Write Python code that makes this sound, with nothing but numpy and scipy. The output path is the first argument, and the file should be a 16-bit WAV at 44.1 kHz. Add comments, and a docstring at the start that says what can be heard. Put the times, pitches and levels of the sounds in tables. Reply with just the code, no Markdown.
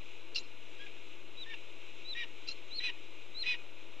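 """A sharp two-voiced chip cuts through distant hum and steady hiss: a bird by a hawk's nest on a mast.
Five calls follow, building in strength and pitch, with a second chip after the third. In each call
a thin arched whistle (missing from the first) breaks into a rasp an octave down, and the voice
slackens into a closing creak. The mast scatters the sound and a far wall gives a faint echo."""
import sys
import numpy as np
from scipy import signal
from scipy.fft import rfft, irfft
from scipy.io import wavfile

SR = 44100
rng = np.random.default_rng(int(sys.argv[2]) if len(sys.argv) > 2 else 0)


def dump_mix(stems):
    """Bounce the given channels to the path in sys.argv[1] as a 16-bit WAV at rate SR."""
    frames = np.atleast_2d(stems).T  # one column per channel
    limited = np.clip(frames, -1, 1)  # hard clip at full scale
    pcm = np.round(limited * 32767).astype(np.int16)
    wavfile.write(sys.argv[1], SR, pcm)


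N = 176400
T = np.arange(N) / SR

# whistles: (start [s], rise time [s], length [s], top pitch [Hz], level [dB],
# push before the break [dB], flutter depth [0-1])
WHISTLE_CUES = [(1.368, 0.033, .073, 3930, -45.5, -3, 0), (2.046, 0.053, 0.092, 4040, -44, 2, 0.01),
                (2.709, .060, .086, 4312, -41.5, 7, 0.42), (3.346, 0.061, .085, 4223, -41, 4.5, 0)]
WHISTLE_START_HZ, WHISTLE_FALL_HZ, WHISTLE_FADE_S = 3780, 412, 0.0092
WHISTLE_SWELL_DB, WHISTLE_OCTAVE_DB, WHISTLE_BREATH_DB = 10, -39, -27.5
FLUTTER_HZ, FLUTTER_S = 380, 0.022
PUSH_S, BREAK_S, BREAK_HZ_PER_S = 0.007, 0.0054, 150000

# rasps: (start [s], length [s], top pitch [Hz], crest position [0-1], undertone delay [s],
# then the layer faders: fundamental [dB], octave [dB], undertones [dB], breath [dB])
RASP_CUES = [(0.791, 0.061, 1661, 0.94, 0.009, -56, -56, -79, -60),
             (1.459, 0.0807, 1822, 0.5, 0.041, -50, -56.5, -50, -52.5),
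             (2.15, 0.088, 1915, 0.44, .013, -43, -47, -44, -46),
             (2.802, .094, 2000, .5, 0.034, -41, -41.5, -36.5, -41),
             (3.437, 0.11, 2006, 0.55, 0.024, -42, -43.5, -33, -40)]
# growl of the split voice: (multiple of a quarter of the pitch [1], level [dB])
UNDERTONE_PARTIALS = [(2, -31.5), (5, 0.5), (6, -15.5), (7, -12.5), (9, -36), (10, -24.5)]
# bright edge of the rasp: (harmonic [number], level against the octave [dB])
RASP_PARTIALS = [(3, -21), (4, -34), (6, -52)]
# breath colour of rasps and creaks: (frequency [Hz], relative level [dB])
THROAT_EQ = [(800, -23.5), (1600, -13.5), (2150, 2), (2900, 5), (3250, -3.5), (3800, -5.5), (4300, -21.5),
             (5200, -14.5), (8500, -43), (14000, -58)]
ARCH_RISE, ARCH_FALL = 0.05, 0.075   # share of the pitch lost at either end
RASP_ATTACK_S, RASP_RELEASE_S, UNDERTONE_RISE_S, BREATH_LEAD_S = 0.0048, 0.012, 0.0079, 0.011
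SPLIT_HZ, SPLIT_WIDTH_HZ, SPLIT_LOSS_DB = 1955, 17, 14   # above this pitch the fundamental gives way

# creaks: (centre time [s], pitch [Hz], level before the trim [dB])
CREAK_CUES = [(.869, 808, -47), (1.543, 930, -42.5), (2.241, 962.4, -39.5), (2.9, 970.4, -39),
              (3.550, 963, -40.5)]
# creak timbre: (harmonic [number], level [dB])
CREAK_TIMBRE = [(1, -15), (2, -10.5), (3, 0.5), (4, -12)]
CREAK_WIDTH_S, CREAK_SAG_PER_S, CREAK_BREATH_DB, CREAK_TRIM_DB = 0.0059, 5, -1.5, -3.5

# lower voice, one curve a chip: (time [s], pitch [Hz], second harmonic [dB], bite [dB])
CHIP_CURVES = [
    [(.356, 1375, -46, -45), (.362, 1398, -31.5, -35), (.371, 1415, -45, -42), (.380, 1347, -44, -36),
     (.392, 1330, -55, -51), (.404, 1375, -56, -54), (.410, 1400, -61, -62)],
    [(2.477, 1350, -52, -54), (2.483, 1379, -47, -38), (2.489, 1370, -41, -30.5), (2.498, 1325, -49, -46),
     (2.508, 1410, -51, -53), (2.515, 1381, -54, -37.5), (2.536, 1380, -58, -63)],
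]
# the chip's bite, led by the third harmonic: (harmonic [number], relative level [dB])
BITE_PARTIALS = [(1, -24.5), (3, -0.5), (4, -21), (5, -29)]
# upper voice, one sweep a chip: (start [s], length [s], level before the envelope [dB])
SWEEP_CUES = [(0.349, .07, -42.5), (2.473, 0.069, -49)]
# the sweep's climb: (position [0-1], pitch [Hz])
SWEEP_PITCH = [(0, 4400), (.15, 5300), (.35, 4840), (.55, 5340), (.7, 6860), (1, 7350)]
# the sweep's envelope: (position [0-1], level [dB])
SWEEP_ENVELOPE = [(0, -8), (.17, -2.5), (.42, -4.5), (.62, -10.5), (.78, -20), (1, -29)]
# airy colour of chips and whistles: (frequency [Hz], relative level [dB])
AIR_EQ = [(1200, -36), (2800, 0), (3500, 3.5), (4500, 10), (5700, -1), (7300, -10.5), (8300, -23),
          (14000, -39.5)]
SWEEP_BEAT, CHIP_AIR_DB, RATTLE_DB, RATTLE_HZ = 0.97, 2.5, 3, 200

# distant hum: (frequency [Hz], relative level [dB])
HUM_EQ = [(30, -15.5), (110, -26.5), (160, -23.5), (200, -10.5), (260, -6), (325, 1), (460, -2), (630, -7),
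          (720, -11.5), (900, -9.5), (1500, -12.5), (2500, -25), (4000, -88)]
# steady hiss: (frequency [Hz], relative level [dB])
HISS_EQ = [(1200, -53.5), (1900, -11.5), (2350, 0.5), (2700, 1), (3200, -5.5), (3950, -6), (4400, -22.5),
           (6500, -19.5), (7800, -23.5), (8300, -63), (14000, -76)]
HUM_DB, HISS_DB, HISS_WAVER_DB = -59.5, -56.5, 1
SCATTER_T60_S, SCATTER_DB, ECHO_S, ECHO_SMEAR_S, ECHO_DB = 0.11, -15, 0.082, 0.019, -28.5

# the recorder's noise floor: (frequency [Hz], relative level [dB])
FLOOR_EQ = [(200, 17), (2000, -25), (5000, 11.5), (14000, 4)]
# the recorder's steady offset: (left [full scale], right [full scale])
DC_OFFSET = [.019, .0094]
FLOOR_DB, CUTOFF_HZ = -75.5, 14300


def from_db(db):
    """Decibels to gain."""
    return 10 ** (np.asarray(db) / 20)


def rms_one(x):
    """Scale to rms 1."""
    return x / np.sqrt(np.mean(x ** 2) + 1e-20)


def along(points, at):
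    """Read a breakpoint curve by straight lines."""
    return np.interp(at, *np.transpose(points))


def noise(eq):
    """Noise coloured by an EQ curve, rms 1."""
    hz, db = np.transpose(eq)
    bins = np.maximum(np.fft.rfftfreq(N, 1 / SR), 1)
    gain = from_db(np.interp(np.log(bins), np.log(hz), db))
    return rms_one(irfft(rfft(rng.standard_normal(N)) * gain, N))


def drift(rate_hz):
    """Smooth random modulator, rms 1."""
    pole = np.exp(-2 * np.pi * rate_hz / SR)
    return rms_one(signal.lfilter([1], [1, -2 * pole, pole * pole], rng.standard_normal(N + SR))[SR:])


def phase_of(hz, jitter, rate_hz):
    """Running phase of a pitch curve that wobbles at random by the share `jitter`."""
    return 2 * np.pi * np.cumsum(hz * (1 + jitter * drift(rate_hz))) / SR


def tone(phase):
    """Sine of rms 1."""
    return np.sqrt(2) * np.sin(phase)


def stack(phase, partials, shimmer_db):
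    """Harmonics of a phase, each trembling in level and timing on its own."""
    mix = 0
    for harmonic, db in partials:
        gain = from_db(db + shimmer_db * drift(120))
        shift = rng.uniform(0, 2 * np.pi) + 0.086 * shimmer_db * drift(160)
        mix += gain * tone(harmonic * phase + shift)
    return mix


def gate(start, end, fade):
    """1 between start and end, with straight fades outside."""
    return np.clip(np.minimum(T - start, end - T) / fade + 1, 0, 1)


def nearest(cues, centres):
    """For every moment, the columns of the closest cue."""
    centres = np.asarray(centres)
    return np.array(cues)[np.searchsorted((centres[1:] + centres[:-1]) / 2, T)].T


def rasps():
    """The body of the call: an arched tone splits into quarter-pitch undertones and pulsing breath."""
    cues = nearest(RASP_CUES, [cue[0] + cue[1] / 2 for cue in RASP_CUES])
    start, length, top_hz, crest, delay, low_db, octave_db, under_db, breath_db = cues
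    position = np.clip((T - start) / length, 0, 1)
    before_crest = np.maximum(1 - position / crest, 0)
    after_crest = np.maximum((position - crest) / (1 - crest), 0)
    pitch = top_hz * (1 - ARCH_RISE * before_crest ** 3 - ARCH_FALL * after_crest ** 3)
    phase = phase_of(pitch, jitter=0.0044, rate_hz=200)
    attack = np.clip((T - start) / RASP_ATTACK_S + 0.13, 0, 1)
    release = np.clip((start + length - T) / RASP_RELEASE_S + 0.5, 0, 1)
    effort = np.sin(np.pi * position ** 1.14) + 1e-6
    rough = np.clip((T - start - delay) / UNDERTONE_RISE_S + 0.5, 0, 1)
    split = (1 + np.tanh((pitch - SPLIT_HZ) / SPLIT_WIDTH_HZ)) / 2
    low = from_db(low_db - SPLIT_LOSS_DB * split + 3.2 * (position - 1)) * tone(phase)
    overtones = stack(phase, [(2, 0.009)] + RASP_PARTIALS, shimmer_db=2)
    high = from_db(octave_db) * (2 + rough) / 3 * effort ** 0.24 * overtones
    undertones = stack(phase / 4, UNDERTONE_PARTIALS, shimmer_db=0.5)
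    growl = from_db(under_db) * rough * effort ** 0.8 * undertones
    pulsing = 1 + 0.13 * rough * np.sin(phase / 4)
    breath = from_db(breath_db) * (1 + rough * effort) / 2 * pulsing * noise(THROAT_EQ)
    airflow = gate(start, start + length, BREATH_LEAD_S)   # air escapes before the tone
    return attack * release * (low + high + growl) + airflow * breath


def whistles():
    """Nearly pure arched tones that swell, may flutter at the top, then plunge as the voice breaks."""
    cues = nearest(WHISTLE_CUES, [cue[0] + cue[1] for cue in WHISTLE_CUES])
    start, rise, length, top_hz, db, push_db, flutter_depth = cues
    age = np.clip(T - start, 0, length)
    break_age = np.clip(T - start - length, 0, BREAK_S)
    scoop = (top_hz - WHISTLE_START_HZ) * np.maximum(1 - age / rise, 0) ** 1.3
    fall = WHISTLE_FALL_HZ * np.maximum((age - rise) / (length - rise), 0) ** 2.6
    phase = phase_of(top_hz - scoop - fall - BREAK_HZ_PER_S * break_age, jitter=0.0036, rate_hz=220)
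    breath = from_db(WHISTLE_BREATH_DB) * noise(AIR_EQ)
    voice = tone(phase) + from_db(WHISTLE_OCTAVE_DB) * tone(2 * phase) + breath
    tremolo = (1 + np.sin(phase_of(FLUTTER_HZ, jitter=0.218, rate_hz=90))) / 2
    flutter = 1 - flutter_depth * np.exp(-((age - rise) / FLUTTER_S) ** 2) * tremolo
    swell = WHISTLE_SWELL_DB * (np.sin(1.65 * age / length) - 0.8)
    push = push_db * np.exp(-((length - age) / PUSH_S - 0.5) ** 2)
    fade = np.clip((T - start) / WHISTLE_FADE_S + 0.3, 0, 1) * (1 - break_age / BREAK_S) ** 2
    return voice * flutter * fade * from_db(db + swell + push + 0.6 * drift(40))


def creaks():
    """The slackening voice drops another octave and ends in one short, gritty burst."""
    centre, hz, db = nearest(CREAK_CUES, [cue[0] for cue in CREAK_CUES])
    age = np.clip(T - centre, -0.05, 0.05)
    phase = phase_of(hz * (1 - CREAK_SAG_PER_S * age), jitter=0.0187, rate_hz=300)
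    voice = stack(phase, CREAK_TIMBRE, shimmer_db=3) + from_db(CREAK_BREATH_DB) * noise(THROAT_EQ)
    return from_db(db + CREAK_TRIM_DB) * np.exp(-(age / CREAK_WIDTH_S) ** 2 / 2) * voice


def chips():
    """Two voices at once: a harmonic note, and a rough rising sweep that beats with it; both rattle."""
    mix, air = 0, noise(AIR_EQ)
    for curve, (start, length, sweep_db) in zip(CHIP_CURVES, SWEEP_CUES):
        times, hz, body_db, bite_db = np.transpose(curve)
        phase = phase_of(np.interp(T, times, hz), jitter=0.009, rate_hz=360)
        body = from_db(np.interp(T, times, body_db)) * tone(2 * phase)
        bite = from_db(np.interp(T, times, bite_db)) * stack(phase, BITE_PARTIALS, shimmer_db=1.1)
        mix += gate(times[0], times[-1], fade=0.0027) * (body + bite)
        position = (T - start) / length
        force = from_db(along(SWEEP_ENVELOPE, position))
        sweep = tone(phase_of(along(SWEEP_PITCH, position), jitter=0.042 * np.sqrt(force), rate_hz=320))
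        beat = 1 + SWEEP_BEAT * force * np.sin(phase / 2)   # at half the lower voice's pitch
        breath = from_db(CHIP_AIR_DB) * force ** 0.31 * air
        mix += from_db(sweep_db) * force * gate(start, start + length, fade=0.0026) * (sweep * beat + breath)
    return mix * from_db(RATTLE_DB * drift(RATTLE_HZ))


def reflections(bird):
    """Add a short scatter from the mast and one smeared echo from a far wall."""
    t = T[:SR // 2]
    scatter = rms_one(rng.standard_normal(len(t)) * from_db(-60 * t / SCATTER_T60_S))
    echo = rms_one(rng.standard_normal(len(t)) * np.exp(-np.abs(t - ECHO_S) / ECHO_SMEAR_S))
    response = (from_db(SCATTER_DB) * scatter + from_db(ECHO_DB) * echo) / np.sqrt(len(t))
    return bird + signal.fftconvolve(bird, response)[:N]


def hum_and_hiss():
    """The outdoor bed: a distant low hum under a hiss that barely wavers."""
    hum = from_db(HUM_DB) * noise(HUM_EQ)
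    hiss = from_db(HISS_DB + HISS_WAVER_DB * drift(6)) * noise(HISS_EQ)
    return hum + hiss


def scene():
    """Bird, reflections and bed reach one microphone, alike on both channels."""
    mono = reflections(whistles() + rasps() + creaks() + chips()) + hum_and_hiss()
    return np.array([mono, mono])


def record(dry):
    """Each channel adds its own faint noise and a steady offset; a steep low-pass cuts the top."""
    floor = from_db(FLOOR_DB) * np.array([noise(FLOOR_EQ), noise(FLOOR_EQ)])
    lowpass = signal.ellip(10, 0.1, 70, CUTOFF_HZ, fs=SR, output="sos")
    return signal.sosfilt(lowpass, dry + floor) + np.array(DC_OFFSET)[:, None]


dry = scene()
out = record(dry)
dump_mix(out)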